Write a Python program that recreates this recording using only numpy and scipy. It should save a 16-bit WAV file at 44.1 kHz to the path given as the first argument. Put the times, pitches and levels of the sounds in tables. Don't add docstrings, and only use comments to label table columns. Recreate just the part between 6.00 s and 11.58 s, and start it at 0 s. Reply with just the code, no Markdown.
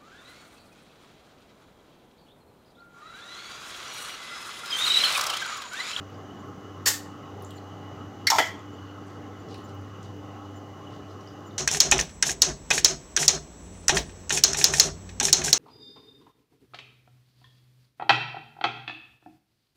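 import sys
import numpy as np
from scipy import signal
from scipy.fft import rfft, irfft, next_fast_len
from scipy.io import wavfile
from scipy.ndimage import uniform_filter1d, map_coordinates

SR = 44100
rng = np.random.default_rng(int(sys.argv[2]) if len(sys.argv) > 2 else 0)


def magnitude_from_level(level_db):
    exponent = np.asarray(level_db, float) / 20
    return 10 ** exponent


def master_out(mix):
    frames = np.transpose(np.atleast_2d(mix))
    ceiling = np.clip(frames, -1, 1)
    pcm = np.round(ceiling * 32767).astype(np.int16)
    wavfile.write(sys.argv[1], SR, pcm)


N = 246078

# (time [s], blade pitch [Hz], blade tone level [dB])
FAN_TRACK = [(0.0, 96.5, -43), (0.12, 97.6, -49), (0.48, 97.6, -45), (0.64, 97.5, -55), (0.79, 97.7, -43),
             (1.26, 97.5, -51), (1.32, 97.6, -44), (2.08, 97.6, -47), (2.14, 97.5, -53), (2.27, 97.6, -41),
             (2.31, 97.7, -59), (2.38, 97.3, -48), (3.51, 99.0, -45), (3.65, 98.9, -49), (3.82, 98.9, -39),
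             (3.87, 98.9, -44), (5.46, 98.9, -48), (5.58, 101.6, -45)]
# (multiple of blade pitch [1], level [dB])
BLADE_HARMONICS = [(1, -1), (2, -14.5), (3, -4.5), (4, -12), (5, -17), (6, -21)]
# (frequency [Hz], density [dB per Hz])
AIR_COLOUR = [(15, -51), (25, -26.5), (43, -30), (68, -15.5), (103, -4.5), (151, -6.5), (286, -6.5),
              (948, -18.5), (1290, -16.5), (2350, -34.5), (2940, -31), (3350, -34), (5000, -41),
              (6500, -68), (11000, -120)]
# (frequency [Hz], width [Hz], gain [dB])
HOUSING_BANDS = [(435, 20, 3.5), (808, 110, 8), (948, 110, -4), (1076, 88, 8), (1290, 97, 4),
                 (2000, 200, 7), (2934, 183, 13.5), (6020, 740, 9)]
AIR_DB = -43.5

# (time [s], length [s], level [dB])
STROKES = [
    (.08, .08, -71),
    (1.394, 0.11, -65.5),
    (3.08, .12, -67),
    (3.48, .14, -57.5),
    (3.665, 0.066, -62.5),
    (4.025, 0.056, -59.5),
    (4.9, 0.093, -63),
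    (5.079, .07, -64),
    (5.199, 0.094, -67),
]
# (time [s], peak [dB], pitch [Hz])
NAIL_TICKS = [(.1416, -52, 4930), (.485, -62, 13040), (1.402, -58, 14500), (1.4222, -46, 13500),
              (1.4225, -48, 9800), (1.4465, -39.5, 7070), (1.5065, -47.5, 8000), (1.512, -47, 3150),
              (1.573, -53, 4300), (1.5798, -46, 4180), (1.581, -61, 10000), (2.59, -51, 6800),
              (3.08, -56, 7750), (3.609, -61, 9800), (3.642, -62, 14500), (3.745, -54, 14740),
              (4.163, -61, 14480), (5.2734, -42, 5000), (5.285, -48, 5400), (5.508, -50, 3780)]
# (time [s], peak [dB], pitch [Hz])
PAD_TICKS = [(.1, -60, 13000), (1.375, -61, 12000), (1.474, -58, 11010), (1.5045, -42, 3497),
             (1.5068, -48, 12400), (2.515, -53, 11940), (3.0674, -57, 8970), (3.4865, -48, 4500),
             (3.5418, -39, 3900), (3.543, -50, 8000), (3.5432, -57, 14000), (3.545, -42, 2500),
             (3.579, -56, 10000), (3.693, -54, 7000), (3.813, -62, 11000), (4.0287, -43, 6650),
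             (4.96, -50, 4000), (5.11, -49.5, 4200), (5.2091, -47, 5200)]
NAIL_WIDTH, PAD_WIDTH = .21, .75
TICK_T60_S, TICK_HZ, DAMPING = .024, 5000, .6

# (time [s], level [dB])
SQUEAKS = [
    (.385, -61),
    (1.549, -54),
    (2.72, -64),
    (3.385, -61),
    (3.634, -56),
    (4.55, -56),
    (5.455, -55),
]
SQUEAK_S, SQUEAK_HZ, SQUEAK_SPREAD_HZ = .04, 7090, 40

# (opens [s], rise [s], peak [dB], hold [s], fall [dB per s], shut after [s])
VENT_FLOW = (.857, .016, -17.5, .026, 250, .16)
# (frequency [Hz], density [dB per Hz])
VENT_SPECTRUM = [(180, -64), (300, -26), (425, -8.5), (701, -18), (842, -13.5), (1560, -8), (1870, -7.5),
                 (2480, -12.5), (6300, -6.5), (7080, -3), (9550, -16), (14000, -11), (16000, -21.5)]
# (opens [s], rise [s], peak [dB], hold [s], fall [dB per s], shut after [s])
GAS_FLOW = (2.3, .003, -29, .085, 145, .215)
# (frequency [Hz], density [dB per Hz])
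GAS_SPECTRUM = [(900, -38), (1500, -9), (2250, -2.5), (2600, -9.5), (3400, -8), (4800, -6), (6700, -3.5),
                (8300, -17), (10500, -23), (12300, -17), (14200, -19), (16000, -28)]
# (frequency [Hz], width [Hz], gain [dB])
SLIT_BANDS = [(3500, 250, 3), (4620, 300, 4), (5250, 230, 4), (7000, 340, 1), (8000, 400, 3)]
SPURT_DB, SPURT_S = 10, .018

# (time [s], peak [dB], rise [s], burst t60 [s], crack level [dB])
SNAP_EVENTS = [
    (2.2688, -4.5, .002, 0.075, -2),
    (2.3005, -5.5, .003, .045, 2.5),
    (2.3838, -2.5, 0.0013, .12, -1),
    (.859, -14, .004, .03, -17),
]
FREE_RING_S = [
    .021,
    .015,
    .135,
    .125,
    .051,
]
# (frequency [Hz], level [dB], t60 [s])
SEALED_MODES = [(1920, -2.5, 0.15), (2145, -5, 0.11), (3260, -6, .04), (4150, -4, .05), (4530, 3, 0.042),
                (5280, -3, 0.035), (5520, 4, 0.045), (6740, -6, 0.034), (8860, -11, .02), (14730, -9, .02)]
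# (frequency [Hz], level [dB], t60 [s])
TORN_MODES = [(910, -2, .04), (1300, -14, .04), (2340, -16, .04), (3280, -16, .02), (4320, -16, .02),
              (5520, 2, 0.037), (6790, 3, 0.025), (12200, -6, .01), (14500, -8, .01)]
# (frequency [Hz], level [dB], t60 [s])
OPEN_MODES = [(332, -5.5, 0.13), (449, -5, .14), (654, -2, .22), (718, 0.5, 0.15), (851, -2, 0.18),
              (940, 1, 0.095), (1330, -1, 0.11), (1680, -2.5, 0.18), (1950, 0.5, 0.32), (2030, -3.5, 0.27),
              (2180, -6, 0.22), (3014, -5, 0.25), (3200, -5.5, 0.3), (3380, -8, 0.2)]
# (frequency [Hz], level [dB], t60 [s])
RIVET_MODES = [(326, -21, 0.053), (1660, -3.5, 0.078), (1816, -5.5, 0.27), (1910, -11, .15),
               (4570, 7, 0.04), (5400, -4, .06), (7000, 1, .08)]
# (frequency [Hz], density [dB per Hz])
SEALED_CRACK = [(350, -66.5), (600, -36), (1400, -9), (1980, -1), (2910, -17), (4050, -4), (5480, -6.5),
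                (6120, -15), (6640, -16), (8270, -22), (14900, -25), (16000, -34)]
# (frequency [Hz], density [dB per Hz])
TEAR_CRACK = [(240, -64), (400, -34), (935, -1), (1330, -9), (2320, -2), (2970, -23), (5600, 2),
              (9470, -22), (13500, -16), (16000, -27)]
# (frequency [Hz], density [dB per Hz])
FOLD_CRACK = [(90, -53), (150, -25), (821, -3), (1530, -4.5), (1980, 0), (2600, -11), (3420, -7),
              (3840, -14), (7040, -15), (10000, -30), (13500, -25), (16000, -34)]

# (time [s], peak [dB], push [s])
POP_EVENTS = [
    (2.3188, -8, 0.00019),
]
# (frequency [Hz], level [dB], t60 [s])
CAVITY_MODES = [(802, -5, 0.48), (883, -1, 0.36), (969, -1, 0.33), (703, -6, .3), (1090, -3.5, 0.12),
                (1308, -6, 0.22)]

# (frequency [Hz], t60 [s])
KITCHEN_T60 = [(300, 0.31), (2000, 0.39), (6000, 0.36), (14000, 0.27)]
# (frequency [Hz], density [dB per Hz])
CAPSULE_COLOUR = [(2500, -11), (4200, -5.5), (4900, -1.5), (5400, -2), (6100, 5), (6600, 0), (7100, -1.5),
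                  (8200, -13.5), (11000, -16), (12300, -16), (13200, -9), (15000, -15), (16000, -17)]


def unit(x):
    return x / np.sqrt(np.mean(x ** 2) + 1e-20)


def along(points, hz):
    f, v = np.transpose(points)
    return np.interp(np.log(hz + 1), np.log(f + 1), v)


def curves(rows):
    s, *cols = np.transpose(rows)
    return [np.interp(np.arange(N) / SR, s, c) for c in cols]


def wobble(rate_hz):
    knots = rng.standard_normal(int(N * rate_hz / SR) + 4)
    return map_coordinates(knots, [np.arange(N) * rate_hz / SR])


def filtered(x, response):
    m = next_fast_len(x.shape[-1] + SR // 2)
    spectrum = rfft(x, m) * response(np.fft.rfftfreq(m, 1 / SR))
    return irfft(spectrum, m)[..., :x.shape[-1]]


def resonance(f, hz, width_hz):
    return 1j * f * width_hz / (hz * hz - f * f + 1j * f * width_hz)


def bumps(bands, f):
    return sum(db / (1 + (2 * (f - hz) / width_hz) ** 2) for hz, width_hz, db in bands)


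def burst(rise_s, t60_s, size):
    t = np.arange(size) / SR
    return np.clip(t / rise_s, 0, 1) * magnitude_from_level(-60 * t / t60_s) * rng.standard_normal(size)


def add(track, s, sound, db):
    track[round(s * SR):][:len(sound)] += magnitude_from_level(db) * sound / np.abs(sound).max()


def patchy(patchy_db):
    z = signal.stft(rng.standard_normal(N + 512), nperseg=512)[2]
    field = uniform_filter1d(rng.standard_normal(z.shape), size=5, axis=0)
    field = uniform_filter1d(field, size=12, axis=1)
    return signal.istft(z * magnitude_from_level(patchy_db * unit(field)), nperseg=512)[1][:N]


def fan():
    pitch_hz, tone_db = curves(FAN_TRACK)
    turn = 2 * np.pi * np.cumsum(pitch_hz) / SR
    mean_db = tone_db.mean()
    swell_db = tone_db - mean_db
    tones = np.zeros(N)
    for k, db in BLADE_HARMONICS:
        waver_db = 2.4 * np.sqrt(1 - .8 / k) * wobble(9)
        level_db = db + 4 + swell_db / k ** 2 + waver_db
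        tones += magnitude_from_level(level_db) * np.sin(k * turn + 0.54 * wobble(7))
    air = unit(filtered(patchy(patchy_db=1.7),
                        lambda f: magnitude_from_level(along(AIR_COLOUR, f) + bumps(HOUSING_BANDS, f))))
    air_db = AIR_DB + 0.69 * wobble(6.01) + .4 * wobble(1.5)
    return magnitude_from_level(mean_db) * tones + magnitude_from_level(air_db) * air


def capsule():
    return magnitude_from_level(-65.5) * unit(filtered(rng.standard_normal(N),
                                      lambda f: magnitude_from_level(along(CAPSULE_COLOUR, f) - 60 * (f < 1500))))


def rustle():
    t = np.arange(N) / SR
    stroke = sum(magnitude_from_level(db) * np.sin(np.pi * np.clip((t - s) / length_s, 0, 1) ** 0.62)
                 for s, length_s, db in STROKES)
    grain = magnitude_from_level(3.4 * wobble(500)) * rng.standard_normal(N)
    return stroke * unit(filtered(
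        grain, lambda f: resonance(f, 3960, 3600) ** 2 * resonance(f, 4500, 7000) ** 2))


def ticks():
    out = np.zeros(N + SR)
    for contacts, width in (NAIL_TICKS, NAIL_WIDTH), (PAD_TICKS, PAD_WIDTH):
        for s, db, hz in contacts:
            tap = burst(.001, TICK_T60_S * (TICK_HZ / hz) ** DAMPING, size=SR // 8)
            add(out, s, filtered(tap, lambda f: resonance(f, hz, width * hz) ** 3), db)
    return out[:N]


def bearing():
    out = np.zeros(N + SR)
    t = np.arange(round(SQUEAK_S * SR)) / SR
    swell = np.hanning(len(t))
    for s, db in SQUEAKS:
        hz = SQUEAK_HZ + SQUEAK_SPREAD_HZ * rng.standard_normal()
        phase = 2 * np.pi * hz * t + 0.062 * np.cumsum(rng.standard_normal(len(t)))
        octave = np.sin(2 * phase + 0.15 * np.cumsum(rng.standard_normal(len(t))))
        add(out, s, np.sqrt(swell) * (np.sin(phase) + .3 * swell * octave), db)
    return out[:N]


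def jet(flow, colour, spit_db, spurt_db):
    opens_s, rise_s, peak_db, hold_s, fall_db_per_s, shut_s = flow
    t = np.clip(np.arange(N) / SR - opens_s, 0, None)
    level_db = peak_db - fall_db_per_s * np.clip(t - hold_s, 0, None)
    level_db = level_db + spurt_db * np.exp(-(t / SPURT_S) ** 2)
    gate = np.sqrt(np.clip(t / rise_s, 0, 1)) * np.clip((shut_s - t) / 0.041, 0, 1)
    spit = magnitude_from_level(spit_db * wobble(600)) * rng.standard_normal(N)
    hiss = unit(filtered(spit, lambda f: magnitude_from_level(along(colour, f) + bumps(SLIT_BANDS, f))))
    return gate * magnitude_from_level(level_db) * hiss


def ringing(modes, rise_s, free_s, rough_db, drift_rad):
    t = np.arange(SR // 2) / SR
    ring = np.zeros(len(t))
    for hz, db, t60_s in modes:
        level_db = db - 60 * t / t60_s + rough_db * wobble(147)[:len(t)]
        phase = 2 * np.pi * (hz * t + rng.random()) + drift_rad * wobble(119)[:len(t)]
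        ring += magnitude_from_level(level_db) * np.sin(phase)
    damped = magnitude_from_level(-12 * np.clip((t - free_s) * 250, 0, 1))
    ring = ring * (1 - np.exp(-t / rise_s)) * damped
    return ring / np.abs(ring).max()


def snaps():
    out = np.zeros(N + SR)
    cans = [(SEALED_MODES, SEALED_CRACK), (TORN_MODES, TEAR_CRACK),
            (OPEN_MODES, FOLD_CRACK), (RIVET_MODES, SEALED_CRACK)]
    for event, free_s, (modes, colour) in zip(SNAP_EVENTS, FREE_RING_S, cans):
        s, db, rise_s, t60_s, crack_db = event
        ring = ringing(modes, rise_s, free_s, rough_db=4.5, drift_rad=1.0)
        crack = filtered(burst(rise_s, t60_s, size=SR // 2), lambda f: magnitude_from_level(along(colour, f)))
        add(out, s, ring + magnitude_from_level(crack_db) * crack / np.abs(crack).max(), db)
    return out[:N]


def pop():
    out = np.zeros(N + SR)
    for s, db, push_s in POP_EVENTS:
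        u = np.arange(SR // 2) / SR / push_s
        push = u * (2 - u) * np.exp(-u)
        blow = filtered(push, lambda f: resonance(f, 1070, 970) ** 2)
        swing = ringing(CAVITY_MODES, 0.0012, FREE_RING_S[-1], rough_db=3, drift_rad=1.0)
        add(out, s, 0.68 * swing - blow / np.abs(blow).max(), db)
    return out[:N]


def kitchen(x):
    hz, t, z = signal.stft(rng.standard_normal(SR // 2), SR, nperseg=256)
    decay = magnitude_from_level(-60 * t / along(KITCHEN_T60, hz)[:, None])
    tail = signal.istft(z * decay, SR, nperseg=256)[1]
    delayed = np.pad(x, (150, 0))
    return signal.fftconvolve(delayed, tail / np.linalg.norm(tail))[:N]


def scene():
    vent = jet(VENT_FLOW, VENT_SPECTRUM, spit_db=1.5, spurt_db=0)
    gas = jet(GAS_FLOW, GAS_SPECTRUM, spit_db=3.2, spurt_db=SPURT_DB)
    hiss = vent + gas
    small = ticks() + rustle()
    cracks = snaps() + pop()
    room = magnitude_from_level(-13.5) * kitchen(hiss) + magnitude_from_level(-11) * kitchen(cracks) + magnitude_from_level(-4.5) * kitchen(small)
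    return np.tile(hiss + cracks + small + room + bearing() + fan() + capsule(), (2, 1))


def band_limit(x):
    return signal.sosfilt(signal.butter(12, 16650, fs=SR, output="sos"), x)


def record(dry):
    keep = np.exp(-1 / (0.048 * SR))
    loudness = signal.lfilter([1 - keep], [1, -keep], np.abs(dry))
    ducked = dry / (1 + loudness / 0.2)
    rounded = ducked / (1 + np.abs(ducked / .75) ** 4) ** (1 / 4)
    limited = filtered(rounded, lambda f: magnitude_from_level(-np.clip(f - 15900, 0, 2400) / 24))
    return band_limit(limited)


dry = scene()
out = record(dry)
master_out(out)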